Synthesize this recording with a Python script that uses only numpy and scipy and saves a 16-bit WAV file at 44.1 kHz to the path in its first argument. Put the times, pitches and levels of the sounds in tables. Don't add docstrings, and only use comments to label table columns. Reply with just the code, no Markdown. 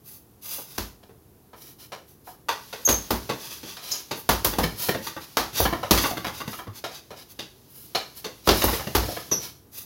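import sys
import numpy as np
from scipy import signal
from scipy.fft import rfft, irfft, next_fast_len
from scipy.io import wavfile
from scipy.ndimage import uniform_filter1d

SR = 44100
rng = np.random.default_rng(int(sys.argv[2]) if len(sys.argv) > 2 else 0)


def waveform_to_disk(signal):
    frames = np.transpose(np.atleast_2d(signal))
    scaled = np.clip(frames, -1, 1) * 32767
    samples = np.round(scaled).astype(np.int16)
    wavfile.write(sys.argv[1], SR, samples)


N = 434385
AGE = np.arange(SR * 3 // 4) / SR

# (time [s], smack [dB], thud [dB], slap [dB], sizzle [dB], boom [dB], pop [Hz])
BLOW_TABLE = [(0.78, -26, -11.5, -5.5, -6.5, -10, 1010), (2.889, -14.5, -13.5, -10, -7.5, -14, 920),
              (3.106, -16, -12.5, -13, -12, -14.5, 930), (4.291, -9.5, -19, -12.5, -12.5, -17, 940),
              (4.446, -17.5, -13, -7, -2, -14.5, 1000), (4.585, -14.5, -13.5, -16, -14.5, -12, 886),
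              (5.37, -10.5, -25, -12, -17, -30, 790), (5.6, -12.5, -18.5, -33, -9, -11.5, 654),
              (5.909, -10, -10.5, -7.5, -7.5, -12.5, 1060), (8.473, -13.5, -13, -13, -14.5, -9.5, 1070),
              (8.489, -8.5, -15, -9, -20, -27, 584), (8.639, -14, -13.5, -24, -7, -10, 869),
              (8.95, -13, -15.5, -10.5, -10.5, -9, 850)]
COLOUR_CENTRES = [230, 950, 4400, 12500]
# (frequency [Hz], level per Hz [dB])
CHAIN_COLOUR = [(40, -1.5), (100, 12), (200, 16), (380, 10.5), (700, 5.5), (1100, 1), (2300, 7.5),
                (4500, 5), (8000, -2.5), (16000, -8.5)]
# (frequency [Hz], width [Hz], peak [dB])
HANGER_MODES = [(156, 35, -3), (330, 42, 6), (553, 65, 2), (1170, 120, 1.5), (1790, 160, 3),
                (2500, 250, -8)]
# (frequency [Hz], level per Hz [dB])
HISS_COLOUR = [(100, -15), (400, -6), (700, -6), (1000, -4), (1500, -6.5), (2100, -6), (3200, -1.5),
               (5000, 1), (8000, -3), (12000, -7), (16000, -8.5)]
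# (frequency [Hz], time to fall by 60 dB [s])
GARAGE_T60 = [(100, 0.43), (260, 0.34), (700, 0.32), (1800, 0.36), (4800, 0.34), (6500, 0.4), (13000, 0.32)]


def from_db(db):
    return 10 ** (np.asarray(db) / 20)


def rms_one(x):
    return x / np.sqrt(np.mean(x ** 2) + 1e-20)


def energy_one(x):
    return x / np.sqrt(np.sum(x ** 2) + 1e-20)


def at_hz(points, hz):
    known_hz, values = np.transpose(points)
    return np.interp(np.log(hz + 1), np.log(known_hz), values)


def fade(t60):
    return np.exp(-np.log(1000) * AGE / t60)


def add(track, s, sound):
    start = max(round(s * SR), 0)
    track[start:start + len(sound)] += sound[:max(N - start, 0)]


def coloured(x, *spectra, peaks=()):
    size = 2 * next_fast_len(len(x) // 2 + SR // 20)
    hz = np.arange(size // 2 + 1) * SR / size
    db = sum(at_hz(points, hz) for points in spectra)
    for centre_hz, width_hz, peak_db in peaks:
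        db = db + peak_db / (1 + (2 * (hz - centre_hz) / width_hz) ** 2)
    cepstrum = irfft(np.log(from_db(db)))
    cepstrum[1:size // 2] *= 2
    cepstrum[size // 2 + 1:] = 0
    response = np.exp(rfft(cepstrum))
    return irfft(rfft(x, size) * response)[:len(x)]


def contact(t60, crush_db, per_s, landing_s=0.0012):
    touches = rng.standard_normal(len(AGE)) * (rng.random(len(AGE)) < per_s / SR)
    landing = 1 - np.exp(-AGE / landing_s)
    force = from_db(crush_db) * energy_one(touches * fade(t60) * landing)
    force[0] += 1
    return energy_one(force)


def garage(wet_db, early_db=1.5, early_t60=0.23, count=9):
    centres = np.geomspace(100, 13000, count)
    white = rfft(rng.standard_normal(len(AGE)))
    log_hz = np.log1p(np.arange(len(white)) * SR / len(AGE))
    place = np.interp(log_hz, np.log(centres), np.arange(count))
    tail = np.zeros(len(AGE))
    for k, hz in enumerate(centres):
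        band = irfft(white * np.maximum(1 - abs(place - k), 0), len(AGE))
        tail += band * fade(at_hz(GARAGE_T60, hz))
    tail = tail * (1 - np.exp(-AGE / 0.0048))
    echoes = rng.standard_normal(len(AGE)) * (rng.random(len(AGE)) < 2500 / SR)
    echoes = echoes * fade(early_t60)
    return from_db(early_db) * energy_one(echoes) + from_db(wet_db) * energy_one(tail)


def random_peaks(peak_db, count=16):
    low_hz, high_hz, low_width_hz = 699.5, 6660, 96
    steps_up = (np.arange(count) + rng.random(count)) / count
    centres = low_hz * (high_hz / low_hz) ** steps_up
    signs = rng.choice([-1, 1]) * (-1) ** np.arange(count)
    return [(hz, low_width_hz * np.sqrt(hz / low_hz), peak_db * sign) for hz, sign in zip(centres, signs)]


def swell(hz, swell_s):
    return np.sin(2 * np.pi * hz * AGE) * AGE / swell_s * np.exp(1 - AGE / swell_s)


def blows(level_db=24.0, boom_db=-5.0, wet_db=0.5, pop_width_hz=260, pop_db=5.0, detune=0.052):
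    # (frequency [Hz], level per Hz [dB])
    smack_colour = [(40, -31), (90, -13), (130, 11.5), (200, 23), (380, 17), (700, 5), (980, 2), (1400, 3),
                    (2300, 0.5), (4500, 8), (8000, 3), (12000, -1.5), (16000, -0.5)]
    # (frequency [Hz], level [dB], swell time [s])
    boom_modes = [(56.1, 1, 0.031), (80.2, 1, 0.013), (93.4, -7.5, 0.037)]
    out = np.zeros(N)
    for s, db, thud_db, slap_db, sizzle_db, mass_db, pop_hz in BLOW_TABLE:
        smack = contact(t60=0.027, crush_db=12.0, per_s=4000) + garage(wet_db)
        colour = list(zip(COLOUR_CENTRES, [thud_db, 0, slap_db, sizzle_db]))
        smack = coloured(smack, smack_colour, colour, peaks=[(pop_hz, pop_width_hz, pop_db)])
        add(out, s, from_db(db + level_db) * smack)
        for hz, mode_db, swell_s in boom_modes:
            detuned_hz = hz * (1 + detune * rng.standard_normal())
            add(out, s, from_db(db + mass_db + mode_db + boom_db) * swell(detuned_hz, swell_s))
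    return out


def knocks(level_db=23.0, ring_q=3.3, ring_db=9.5, vary_db=7.5):
    # (time [s], knock [dB], thud [dB], clink [dB], ring [Hz])
    jerks = [(4.532, -28, -3, -6.5, 1000), (4.634, -21.5, -5, -2.5, 450), (4.887, -16, -8.5, -9, 425),
             (4.946, -24, -2.5, -11, 587), (5.068, -30.5, -10, 0.5, 1080), (5.165, -28, -8, -15, 1230),
             (5.653, -16, -9, -11.5, 1090), (5.727, -20, -4.5, -15, 1080), (5.976, -23.5, -4, 4.5, 1080),
             (6.039, -17.5, -11, -8.5, 1020), (6.054, -18, -15, -33, 1090), (6.11, -27, -3, -30, 680),
             (6.171, -27.5, -1.5, -6, 1200), (6.246, -24, -10, -8, 1090), (6.268, -26, -5.5, -6, 1040),
             (6.403, -26.5, -10, -8.5, 1070), (6.477, -32.5, 3.5, -4.5, 1000), (6.53, -33.5, -22, -6, 1220),
             (6.589, -28, -17.5, -16, 1110), (6.67, -36.5, -1.5, -16, 1130), (8.619, -18, -16, -5, 611),
             (8.68, -16.5, -17, -18, 1160), (8.73, -21.5, -9, -10.5, 447), (8.795, -21, -33, -19.5, 537),
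             (8.871, -28.5, -1, -8, 680), (9.028, -30.5, -2, -7, 460), (9.084, -25, -8, -31, 597),
             (9.167, -24, -18, -17, 480)]
    out = np.zeros(N)
    for s, db, thud_db, clink_db, ring_hz in jerks:
        jolts = contact(t60=0.081, crush_db=9.5, per_s=1300, landing_s=0.0017)
        jolts = jolts + garage(wet_db=-1.5, early_db=-4.0, early_t60=0.15)
        colour = list(zip(COLOUR_CENTRES, [thud_db, 0, clink_db]))
        rings = [*HANGER_MODES, (ring_hz, ring_hz / ring_q, ring_db), *random_peaks(vary_db)]
        add(out, s, from_db(db + level_db) * coloured(jolts, CHAIN_COLOUR, colour, peaks=rings))
    return out


def thumps(swell_s=0.015):
    # (time [s], pitch [Hz], level [dB])
    groans = [(4.634, 163, -28), (4.886, 150, -37), (6.676, 103, -35.5)]
    out = np.zeros(N)
    for s, hz, db in groans:
        add(out, s, from_db(db) * swell(hz, swell_s))
    return out


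def tug(rise_s=0.11, loss_db_per_s=17.5, follows=0.86):
    power = np.zeros(N)
    for s, db, *_ in BLOW_TABLE:
        age = np.maximum(np.arange(N) / SR - s, 0)
        pull = from_db(follows * db - loss_db_per_s * age) * (1 - np.exp(-age / rise_s))
        power += pull ** 2
    return np.sqrt(power)


def rattle(level_db=-55.5, per_s=150, stick_db=-15.5):
    pull = tug()
    slipping = pull ** 2 / (pull ** 2 + from_db(stick_db) ** 2)
    ticks = rms_one(rng.standard_normal(N) * (rng.random(N) < per_s / SR))
    slips = pull * slipping * ticks
    slips = slips + signal.fftconvolve(slips, garage(wet_db=-6.5))[:N]
    # (frequency [Hz], level [dB])
    weight = [(40, 1), (100, 15.5), (220, 2.5), (400, 3), (1500, -7.5), (5000, -14.5)]
    return from_db(level_db) * rms_one(coloured(slips, CHAIN_COLOUR, weight, peaks=HANGER_MODES))


def steps(level_db=23.5, wet_db=0.0, pop_q=3.8, pop_db=6.5, landing_s=0.0021,
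          sizzle_db=-12.5, sizzle_follows=0.77, vary_db=5.5):
    # (time [s], smack [dB], thud [dB], slap [dB], pop of air [Hz])
    footfalls = [(0.582, -38, -5, -19, 1080), (1.03, -50.5, -5, -4, 700), (1.093, -47, -4, -20, 455),
                 (1.532, -38, -18, -17, 470), (1.92, -29.5, -16, -7.5, 524),
                 (2.272, -32.5, -31, -25.5, 740), (2.486, -16.5, -21.5, -8.5, 1050),
                 (2.728, -28.5, -14, -5, 490), (2.875, -23.5, -2, -8, 533), (3.293, -23, 1, -4.5, 1050),
                 (3.631, -44, 12.5, 6, 767), (3.768, -38.5, -17, 3, 1240), (4.111, -26.5, 0, 0, 920),
                 (5.83, -20.5, -22.5, -14.5, 580), (6.84, -26.5, -9, -3.5, 700),
                 (7.106, -33.5, -6.5, -9.5, 525), (7.391, -35, 2, 3.5, 3280),
                 (7.949, -19, -12.5, -4.5, 4100), (8.244, -30, -3, 0, 457), (9.315, -28.5, 7.5, -2.5, 1030)]
    # (frequency [Hz], level per Hz [dB])
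    sole_colour = [(40, -11), (130, 9), (250, 8.5), (450, 12.5), (700, 7.5), (1050, 4), (2200, 1.5),
                   (4200, 4), (8000, 2.5), (12000, -1.5), (16000, -4.5)]
    out = np.zeros(N)
    for s, db, thud_db, slap_db, pop_hz in footfalls:
        clap = contact(t60=0.052, crush_db=10.0, per_s=5000, landing_s=landing_s)
        clap = clap + garage(wet_db) * (1 - np.exp(-AGE / landing_s))
        top_db = sizzle_db + sizzle_follows * slap_db
        colour = list(zip(COLOUR_CENTRES, [thud_db, 0, slap_db, top_db]))
        peaks = [(pop_hz, pop_hz / pop_q, pop_db), *random_peaks(vary_db)]
        add(out, s, from_db(db + level_db) * coloured(clap, sole_colour, colour, peaks=peaks))
    return out


def squeaks(level_db=0.5, octave_db=-18.0, sag=0.093):
    # (time [s], length [s], mean pitch [Hz], level [dB], pitch waver [share of pitch])
    chirps = [(2.850, 0.022, 6410, -19.5, 0.017), (2.885, 0.059, 6500, -27.5, 0.0068),
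              (3.913, 0.0156, 6140, -26.5, 0.12), (9.313, 0.023, 5870, -23, 0.033)]
    out = np.zeros(N)
    for s, length, hz, db, waver in chirps:
        phase = np.minimum(AGE / length, 1)
        wobble = rms_one(uniform_filter1d(rng.standard_normal(len(AGE)), size=60))
        pitch_hz = hz * (1 + waver * wobble - sag * (phase - .5))
        turn = 2 * np.pi * np.cumsum(pitch_hz) / SR
        tone = np.sin(turn) + from_db(octave_db) * np.sin(2 * turn)
        chirp = np.sqrt(abs(np.sin(np.pi * phase))) * tone
        chirp = chirp + signal.fftconvolve(chirp, garage(wet_db=-6.5))[:len(AGE)]
        add(out, s, from_db(db + level_db) * energy_one(chirp) * np.sqrt(2 * length * SR))
    return out


def slides(level_db=3.5, spread_db=-1.0, flutter_db=2.0, lift_s=0.042, wet_db=-7.0, vary_db=5.5):
    # (time [s], length [s], level [dB], treble tilt [dB])
    scrapes = [(0.034, 0.13, -48.5, 12.5), (0.411, 0.21, -35.5, 8), (0.608, 0.26, -48, 4),
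               (1.553, 0.16, -48, 5.5), (1.781, 0.055, -47.5, 2.5), (2.063, 0.056, -57, 9),
               (2.237, 0.086, -51.5, 7), (3.367, 0.21, -40.5, -1.5), (3.627, 0.11, -42, -4.5),
               (3.794, 0.21, -38, -2), (4.149, 0.039, -46, 15), (4.751, 0.15, -32, 5),
               (5.011, 0.056, -38, 1), (5.204, 0.01, -40.5, -3), (5.525, 0.11, -28, -2),
               (5.916, 0.19, -31.5, 1), (6.324, 0.054, -40.5, -2), (6.446, 0.15, -45, 5.5),
               (6.729, 0.046, -44, -0.5), (6.903, 0.068, -44.5, -5), (7.149, 0.058, -46.5, -4),
               (7.284, 0.014, -50.5, 6), (7.672, 0.21, -51, 13), (8.143, 0.035, -45, 7),
               (8.437, 0.36, -30, 2), (8.989, 0.22, -40, -0.5), (9.375, 0.099, -39, -0.5),
               (9.712, 0.1, -42.5, 8.5)]
    out = np.zeros(N)
    room = fade(at_hz(GARAGE_T60, 6000))
    for s, length, db, tilt_db in scrapes:
        flutter = rms_one(uniform_filter1d(rng.standard_normal(len(AGE)), size=700))
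        stroke = np.sin(np.pi * np.minimum(AGE / (length + lift_s), 1))
        pressure = stroke * from_db(flutter_db * flutter)
        uneven = from_db(spread_db * rng.standard_normal(len(AGE)))
        hiss = rms_one(rng.standard_normal(len(AGE)) * uneven)
        stored = np.sqrt(abs(signal.fftconvolve(pressure ** 2, energy_one(room) ** 2)[:len(AGE)]))
        scrape = pressure * hiss + from_db(wet_db) * stored * rng.standard_normal(len(AGE))
        tilt = [(4500, -tilt_db / 2), (12000, tilt_db / 2)]
        scrape = coloured(scrape, HISS_COLOUR, tilt, peaks=random_peaks(vary_db))
        add(out, s, from_db(db + level_db) * scrape)
    return out


def rustle(level_db=-14.0, spread_db=0.5):
    # (time [s], level [dB])
    level_curve = [(2.49, -39.5), (2.99, -32.5), (4.26, -41), (4.48, -35), (4.94, -37.5), (5.18, -39),
                   (6.13, -35), (6.69, -51), (7.69, -48), (7.93, -42.5), (8.5, -42), (8.64, -48),
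                   (8.76, -29.5), (9.3, -34.5), (9.56, -50), (9.64, -63)]
    s, db = np.transpose(level_curve)
    curve_db = np.interp(np.arange(N) / SR, s, db, left=-120, right=-120)
    hiss = rng.standard_normal(N) * from_db(spread_db * rng.standard_normal(N))
    return from_db(level_db + curve_db) * rms_one(coloured(hiss, HISS_COLOUR))


def still_room(level_db=-58):
    # (frequency [Hz], relative level per Hz [dB])
    quiet_colour = [(15, -34.5), (25, -27), (60, -12.5), (133, -9), (169, -14.5), (359, -14), (469, -17.5),
                    (552, -25), (762, -24.5), (2230, -37.5), (6380, -36.5), (7700, -31.5), (11800, -36.5),
                    (15500, -37)]
    return from_db(level_db) * rms_one(coloured(rng.standard_normal(N), quiet_colour))


def scene():
    bag = blows() + knocks() + thumps() + rattle()
    footwork = steps() + squeaks() + slides()
    return (bag + footwork + rustle() + still_room())[None, :]


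def record(dry):
    # (frequency [Hz], level [dB])
    microphone = [(20, -16.5), (42, 4.5), (6400, 1), (7400, -4.5), (8400, -6.5), (9500, -1.5), (11000, 6.5)]
    wave = np.clip(coloured(dry[0], microphone), -1, 1)
    top_cut = signal.ellip(12, .1, 80, 15900, fs=SR, output="sos")
    return signal.sosfilt(top_cut, wave)[None, :]


dry = scene()
out = record(dry)
waveform_to_disk(out)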